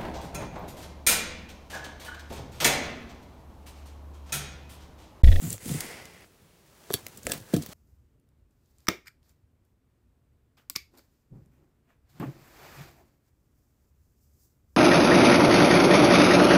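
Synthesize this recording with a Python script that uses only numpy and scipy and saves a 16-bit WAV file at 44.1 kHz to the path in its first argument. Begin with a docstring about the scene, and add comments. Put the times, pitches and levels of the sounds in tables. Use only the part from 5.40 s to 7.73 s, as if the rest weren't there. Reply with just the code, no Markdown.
"""A sticker label is peeled and laid on a cardboard box in a small, quiet room.
First the backing peels in dense grains of noise, while soft knocks jostle the box and stiff snaps begin.
Paper rustles as the box rumbles and scrapes briefly over the floor; then there is a short lull.
Fingers smooth and tap the label, which cracks, rings and buzzes, and fingertips drag on the cardboard.
Last a flat hand thumps the hollow lid: a bending panel pulse with decaying box modes."""
import sys
import numpy as np
from scipy import signal
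from scipy.fft import rfft, irfft, next_fast_len
from scipy.io import wavfile
from scipy.ndimage import uniform_filter1d

SR = 44100
rng = np.random.default_rng(int(sys.argv[2]) if len(sys.argv) > 2 else 0)


def wrap_up_sound(samples):
    """Save the sound to the file named by the first command line argument, as 16-bit audio."""
    columns = np.atleast_2d(samples).T
    # keep every value between -1 and 1, then stretch to whole-number steps
    tamed = np.clip(columns, -1, 1)
    steps = np.round(tamed * 32767).astype(np.int16)
    wavfile.write(sys.argv[1], SR, steps)


N = 102929


def undb(db):
    """Turn decibels into an amplitude factor."""
    return 10 ** (np.asarray(db) / 20)


def unit(x):
    """Scale a sound to an RMS of one."""
    return x / np.sqrt(np.mean(x ** 2) + 1e-20)


def blow(x):
    """Scale a short sound so that its energy equals 5 ms at full level."""
    return x * np.sqrt(0.005 * SR / np.sum(x ** 2))


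def colour(x, points, tilt_db=0):
    """Causal minimum-phase filter through (Hz, dB) points, tilted by dB per octave about 4 kHz."""
    size = next_fast_len(2 * len(x))
    hz = np.maximum(np.arange(size // 2 + 1) * SR / size, 1)
    point_hz, point_db = np.array(points, float).T
    gain_db = np.interp(np.log(hz), np.log(point_hz), point_db)
    gain_db = gain_db + tilt_db * np.log2(np.clip(hz, 500, 9000) / 4000)
    # folding the cepstrum onto positive time makes the filter causal
    cepstrum = irfft(np.log(undb(gain_db)), size)
    cepstrum[1:size // 2] *= 2
    cepstrum[size // 2 + 1:] = 0
    response = np.exp(rfft(cepstrum))
    return irfft(rfft(x, size) * response, size)[:len(x)]


def curve(points):
    """Gain that follows (s, dB) points and sits at -120 dB outside them."""
    times, levels_db = np.array(points).T
    return undb(np.interp(np.arange(N) / SR, times, levels_db, left=-120, right=-120))


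def fade(t, t60):
    """Exponential decay that falls 60 dB in t60 seconds."""
    return np.exp(-np.log(1000) * t / t60)


def add(out, start_s, x):
    """Mix a short sound into out at its start time."""
    i = max(int(start_s * SR), 0)
    out[i:i + len(x)] += x[:len(out) - i]


def walk(rate_hz):
    """Random levels, rate_hz new ones a second, with straight glides between them."""
    hold = max(int(SR / rate_hz), 1)
    steps = np.repeat(rng.standard_normal(N // hold + 1), hold)
    return unit(uniform_filter1d(steps, hold)[:N])


def friction(levels, points, flutter_db, grains_per_s=6000, spread_db=1.5):
    """Dense tiny slips of fibres, coming in uneven bunches, coloured and faded along a curve."""
    slipping = rng.random(N) < grains_per_s / SR
    strength = undb(spread_db * np.minimum(rng.exponential(size=N), 5))
    slips = slipping * rng.choice([-1, 1], N) * strength
    bunched = slips * undb(flutter_db * walk(180))
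    return unit(colour(bunched, points)) * curve(levels)


# spectrum of the quiet room: pitch_hz [Hz], relative_level_db [dB per Hz]
FLOOR_COLOUR = [(15, -82), (25, -57), (43, -4.5), (172, -3.5), (286, -12), (354, -6), (833, -16),
                (15000, -28)]


def room_floor():
    """Steady background of the room: coloured noise at a constant level."""
    return undb(-60.5) * unit(colour(rng.standard_normal(N), FLOOR_COLOUR))


def room_reflections(x):
    """Short, scattered reflections of a furnished room: a noise tail that swells in, then decays."""
    t = np.arange(SR // 2) / SR
    swell = np.minimum(t / 0.0061, 1)
    tail = rng.standard_normal(len(t)) * fade(t, 0.12) * swell
    return signal.fftconvolve(x, tail / np.sqrt(np.sum(tail ** 2)))[:N]


# level curve of the handled box's low rumble: time_s [s], level_db [dB]
RUMBLE_LEVELS = [(0, -50), (.04, -46.5), (.13, -40.5), (.19, -61), (.25, -41.5), (.33, -40), (.42, -68),
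                 (.6, -59.5), (.84, -56), (.89, -72), (1.45, -68.5), (1.56, -54.5), (1.7, -58),
                 (1.8, -54.5), (1.87, -39.5), (1.97, -48.5), (2.07, -60), (2.13, -53), (2.19, -39),
                 (2.26, -46.5), (2.37, -72)]
# spectrum of the rumble: pitch_hz [Hz], relative_level_db [dB]
RUMBLE_TONE = [(25, -40), (55, 6), (110, 4), (180, 5), (300, -4.5), (520, -5), (900, -31), (3000, -20)]


def box_rumble():
    """Low rumble of the handled box: slips with strong flutter, coloured towards the bass."""
    return friction(RUMBLE_LEVELS, RUMBLE_TONE, flutter_db=5.0)


# level curve of the box scraping over the floor: time_s [s], level_db [dB]
SCRAPE_LEVELS = [(.2, -55.5), (.3, -55), (.39, -43), (.45, -43), (.54, -43.5), (.62, -48), (.72, -55),
                 (.845, -54.5), (.87, -79)]
# spectrum of the scrape: pitch_hz [Hz], relative_level_db [dB]
SCRAPE_TONE = [(60, -8), (150, -1), (450, 3.5), (800, -0.5), (1200, -4.5), (1820, 0), (2000, 6),
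               (2200, 0.5), (2800, -3.5), (3900, -11), (4950, -6.5), (5800, -11), (13000, -24)]


def floor_scrape():
    """Cardboard slipping over the floor in dense, nearly even grains."""
    return friction(SCRAPE_LEVELS, SCRAPE_TONE, flutter_db=0.5)


# level curve of fingers smoothing the label: time_s [s], level_db [dB]
SMOOTH_LEVELS = [(1.25, -66.5), (1.46, -56), (1.53, -54.5), (1.57, -47.5), (1.62, -55), (1.69, -55),
                 (1.8, -56.5), (1.89, -71), (1.94, -39.5), (1.99, -51.5), (2.05, -59), (2.12, -50.5),
                 (2.16, -48), (2.19, -52), (2.23, -51), (2.28, -53.5), (2.37, -39)]
# spectrum of the smoothing: pitch_hz [Hz], relative_level_db [dB]
SMOOTH_TONE = [(100, -1), (400, 12), (900, 7.5), (1800, 4), (3500, 1.5), (8000, 0.5), (11000, -3.5)]


def finger_smoothing():
    """Fingers rubbing the label flat: dense slips with light flutter."""
    return friction(SMOOTH_LEVELS, SMOOTH_TONE, flutter_db=1.0)


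# level curve of fingertips dragging on the cardboard: time_s [s], level_db [dB]
DRAG_LEVELS = [(1.82, -70), (1.865, -54), (1.875, -51), (1.91, -38), (1.935, -47), (1.97, -54.5),
               (2.04, -65), (2.1, -58.5), (2.135, -46.5), (2.15, -46), (2.19, -74)]
# spectrum of the drag: pitch_hz [Hz], relative_level_db [dB]
DRAG_TONE = [(150, -3), (350, 1), (510, 10), (700, -7), (1100, -23), (1650, 7), (2200, -14), (4000, -18),
             (8000, -14)]


def fingertip_drag():
    """Fingertips catching on cardboard: slips in markedly uneven bunches."""
    return friction(DRAG_LEVELS, DRAG_TONE, flutter_db=4.0)


# level curve of the paper rustle, before the treble trim: time_s [s], level_db [dB]
RUSTLE_LEVELS = [(.19, -57), (.23, -45.5), (.3, -37.5), (.36, -37.5), (.4, -40.5), (.47, -45.5),
                 (.65, -62.5), (.88, -68.5)]
# spectrum of the rustle, before the treble trim: pitch_hz [Hz], relative_level_db [dB]
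RUSTLE_TONE = [(200, 6), (700, -4), (1500, -5.5), (3000, -4), (5500, -4.5), (7200, 2), (9400, 2.5),
               (11000, -1.5)]
# treble trim of the rustle: pitch_hz [Hz], gain_db [dB]
RUSTLE_TREBLE = [(11000, 0), (14000, -5)]


def paper_rustle():
    """Handled paper: sparser slips of more varied strength, with the extreme treble trimmed."""
    rustle = friction(RUSTLE_LEVELS, RUSTLE_TONE, flutter_db=0.4, grains_per_s=3500, spread_db=2)
    return colour(rustle, RUSTLE_TREBLE)


# level curve of the sticker peeling off its backing: time_s [s], level_db [dB]
PEEL_LEVELS = [(0, -49), (.03, -40), (.055, -39.5), (.09, -42), (.14, -41.5), (.17, -50.5), (.2, -65)]
# spectrum of the peel: pitch_hz [Hz], relative_level_db [dB]
PEEL_TONE = [(200, -10), (700, -5), (1500, -5), (3000, -5), (5500, -8.5), (7200, 4.5), (9200, -2),
             (10500, -2.5)]


def sticker_peel():
    """The sticker letting go of its backing in dense, nearly even grains."""
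    return friction(PEEL_LEVELS, PEEL_TONE, flutter_db=0.3)


# fingers and palm on the box: start_s [s], level_db [dB], panel_pitch_hz [Hz, where the bend settles],
# swing_cycles [cycles until the swing falls to 1/e, before the attack], ring_db [dB re panel]
BOX_KNOCKS = [(0.021, -31.5, 163.7, 3, -8.5), (0.033, -28.5, 153.7, 6.5, -1.5), (.05, -30.5, 127, 2.8, -8),
              (.066, -23, 105, 1.6, -11), (.078, -28.5, 110, 0.9, -28), (0.124, -32, 102, 3, -22),
              (.143, -43, 505, 5.4, -7), (.258, -35.5, 240, 5.1, -5), (0.273, -34, 139, 2.3, -12),
              (.297, -30, 170, 4.5, 0), (0.313, -25, 122, 1.8, -8), (0.344, -25.5, 139, 2, -4.5),
              (0.345, -36, 318, 1.6, -2), (0.37, -34, 150, 2, -6), (0.443, -46, 224, 1.8, 3),
              (1.504, -39, 885, 0.7, -6), (1.5044, -28, 390, 1.7, -6), (1.54, -30, 82.5, 0.86, -9),
              (1.5412, -32.5, 396, 3, -4.5), (1.627, -44, 97.5, 2.4, -12), (1.666, -59, 400, 1.1, 5),
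              (1.87, -32, 500, 2.8, -5), (1.8959, -36.5, 420, 1.4, 3), (1.922, -41, 302, 1.6, 5.5),
              (1.951, -42.5, 118, 1.5, 0), (2, -38, 109, 2.2, -13), (2.1363, -12.5, 187.6, 1.64, -6.5),
              (2.137, -21, 469, 4.1, -6.5), (2.164, -21.5, 298, 5.5, -5.5), (2.176, -25.5, 138, 2.2, -5),
              (2.203, -40.5, 222, 4.1, 5.5), (2.213, -48.5, 100, 1.5, -4)]
# modes of the hollow cardboard box: pitch_hz [Hz], relative_level_db [dB], t60_s [s]
HOLLOW_MODES = [(93, -6.5, 0.17), (109, 3.5, 0.05), (162, -0.5, 0.075), (202.4, -2, 0.026),
                (229, 4.5, 0.055), (299.8, 2.5, 0.064), (361, -2.5, 0.048), (448, -14, 0.033),
                (493, -1.5, 0.058), (533, -12, 0.018), (690, -2, 0.08), (980, -20, 0.015), (1300, 9, 0.021)]
BEND_RISE, BEND_CYCLES, ATTACK_CYCLES = 1.14, 0.47, 0.68  # rise is a fraction of the panel pitch
MODE_WIDTH = 1  # of the modes that are woken, relative to the panel pitch
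LOW_CUT_HZ = 77


def box_knocks():
    """Each blow swings the cardboard panel a few falling cycles and wakes box modes near that pitch."""
    out, t = np.zeros(N), np.arange(SR // 4) / SR
    for start_s, level_db, panel_hz, swing_cycles, ring_db in BOX_KNOCKS:
        cycles = panel_hz * t
        attack = 1 - np.exp(-cycles / ATTACK_CYCLES)
        # fast bending waves arrive first, so the pitch starts high
        phase = cycles + BEND_RISE * BEND_CYCLES * (1 - np.exp(-cycles / BEND_CYCLES))
        panel = np.sin(2 * np.pi * phase) * attack * np.exp(-(cycles / swing_cycles) ** 1.27)
        ring = np.zeros(len(t))
        for mode_hz, mode_db, t60_s in HOLLOW_MODES:
            detuning = (mode_hz / panel_hz - panel_hz / mode_hz) / MODE_WIDTH
            woken = undb(mode_db) / np.hypot(1, detuning)
            start_phase = 2 * np.pi * rng.random()
            ring += woken * np.sin(2 * np.pi * mode_hz * t + start_phase) * fade(t, t60_s)
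        knock = blow(panel) + undb(ring_db) * blow(ring * attack ** 2)
        add(out, start_s, undb(level_db) * knock)
    return signal.sosfilt(signal.butter(2, LOW_CUT_HZ, "high", fs=SR, output="sos"), out)


# snaps and crackles of the label: start_s [s], level_db [dB, before colouring],
# tilt_db [dB per octave, 500 Hz to 9 kHz; crack and buzz only], top_octave_db [dB at 11.5 kHz and up],
# decay_ms [ms, time constant of the crack], ring_db [dB re crack, before colouring]
LABEL_SNAPS = [(0.0985, -46, 16, -8, 2.1, -21), (.1042, -34, 12.5, -13, 0.92, -18),
               (.1265, -35.5, 7.5, -4, 1.8, -12), (0.1284, -33.5, 11, -6, 1.6, -8),
               (.1803, -38, -4, -14, 0.42, -13), (.2925, -29, -5.5, -8, 1, -12),
               (0.405, -22, 1, -1.5, 3.3, -16), (.655, -38, -2.5, -2, 0.67, -11.5),
               (1.5012, -46, 5, -11, 0.65, -20), (1.5043, -34, -10, 2, 0.91, -18),
               (1.5105, -39.5, 0.5, -1, 0.23, 1), (1.5244, -38, 2.5, 1, 0.65, -8),
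               (1.534, -27.5, -4.5, 10, .7, -4.5), (1.539, -17, -2.5, -8, 1.6, -6.5),
               (1.5397, -15.5, -2, 8, 0.68, -13), (1.666, -26.5, -4, 1.5, 1.4, -40),
               (1.683, -52, 5, 9, 1.3, -22), (1.7738, -40.5, 1, 2.5, 0.53, -20),
               (1.777, -45, 7, -3, 0.53, -17), (1.8313, -39.5, 3, -9, 1.7, -16),
               (1.868, -17.5, -2, -4.5, 0.5, -30), (1.872, -33.5, -2, -9, 0.23, -12),
               (1.8965, -32.5, -3, 0, 0.65, -9), (1.8986, -30, -1.5, -3, .6, -25),
               (1.9118, -41, -6, 18, 1.2, 3.5), (1.9183, -20, -0.5, -6, 0.94, -18),
               (1.9191, -17.5, -1.5, -3, 2.1, -12), (1.935, -31, -5.5, 13, 1, -7),
               (2.138, -22.5, -3, -2, 4.2, -8.5), (2.1641, -28.5, 1, -4, 2.4, -16),
               (2.222, -33, 1, -5, 4.3, -6.5), (2.235, -39, 0, -7, 1.6, -14),
               (2.2624, -31, -2, 2.5, 0.55, -11)]
# filter on crack and buzz, before each snap's tilt: pitch_hz [Hz], gain_db [dB]
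SNAP_TONE = [(100, -19), (500, -12), (1000, -15), (2000, -8), (4000, -6.5), (8000, -3), (10000, -5.5)]
# modes of the stiff label on the lid: pitch_hz [Hz, before a small random detune],
# relative_level_db [dB], t60_s [s]
STIFF_LABEL_MODES = [(1690, -9, .07), (2370, -8, .06), (3150, -4, .08), (3280, -2, .09), (3500, -1, .09),
                     (3590, -3, .08), (4090, -5, .07), (4490, 0, .1), (5400, -5, .06), (5600, -3, .07),
                     (5750, -5, .06), (7550, -4, .06), (7900, -3, .07)]
MODES_DB, BUZZ_FLUTTER_DB, BUZZ_T60_S = -7, -1, 0.052  # modes: dB re the snap's ring_db


def label_snaps():
    """Each snap is a brief crack, after which the label rings and buzzes against the lid."""
    out, t = np.zeros(N), np.arange(SR // 5) / SR
    for start_s, level_db, tilt_db, top_octave_db, decay_ms, ring_db in LABEL_SNAPS:
        age = t * 1e3 / decay_ms
        crack = blow(rng.choice([-1., 1.], len(t)) * np.exp(-age) * (1 - np.exp(-age / 0.28)))
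        ring = np.zeros(len(t))
        for mode_hz, mode_db, t60_s in STIFF_LABEL_MODES:
            polarity = np.sign(rng.standard_normal())
            detuned_hz = mode_hz * (1 + 0.0087 * rng.standard_normal())
            ring += undb(mode_db) * polarity * np.sin(2 * np.pi * detuned_hz * t) * fade(t, t60_s)
        flutter = undb(BUZZ_FLUTTER_DB * walk(690)[:len(t)])
        buzz = blow(rng.standard_normal(len(t)) * flutter * fade(t, BUZZ_T60_S))
        snap = colour(crack + undb(ring_db) * buzz, SNAP_TONE, tilt_db)
        snap += undb(ring_db + MODES_DB) * blow(ring)
        snap = colour(snap, [(9500, 0), (11500, top_octave_db)])
        add(out, start_s, undb(level_db) * snap)
    return out


def scene():
    """Paper, box and fingers close by, over a quiet room that reflects the snaps and knocks."""
    snaps, knocks = label_snaps(), box_knocks()
    background = room_floor() + room_reflections(undb(-17.5) * snaps + undb(-16.5) * knocks)
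    sliding = box_rumble() + floor_scrape()
    fingers = finger_smoothing() + fingertip_drag()
    paper = paper_rustle() + sticker_peel()
    return (background + sliding + fingers + paper + knocks + snaps)[None]


def record(dry):
    """The recorder rounds the highest peaks and cuts the top above 15.8 kHz."""
    peak_limit = 0.7
    rounded = peak_limit * np.tanh(dry / peak_limit)
    return signal.sosfilt(signal.ellip(10, 0.2, 70, 15800, fs=SR, output="sos"), rounded)


dry = scene()
out = record(dry)
wrap_up_sound(out)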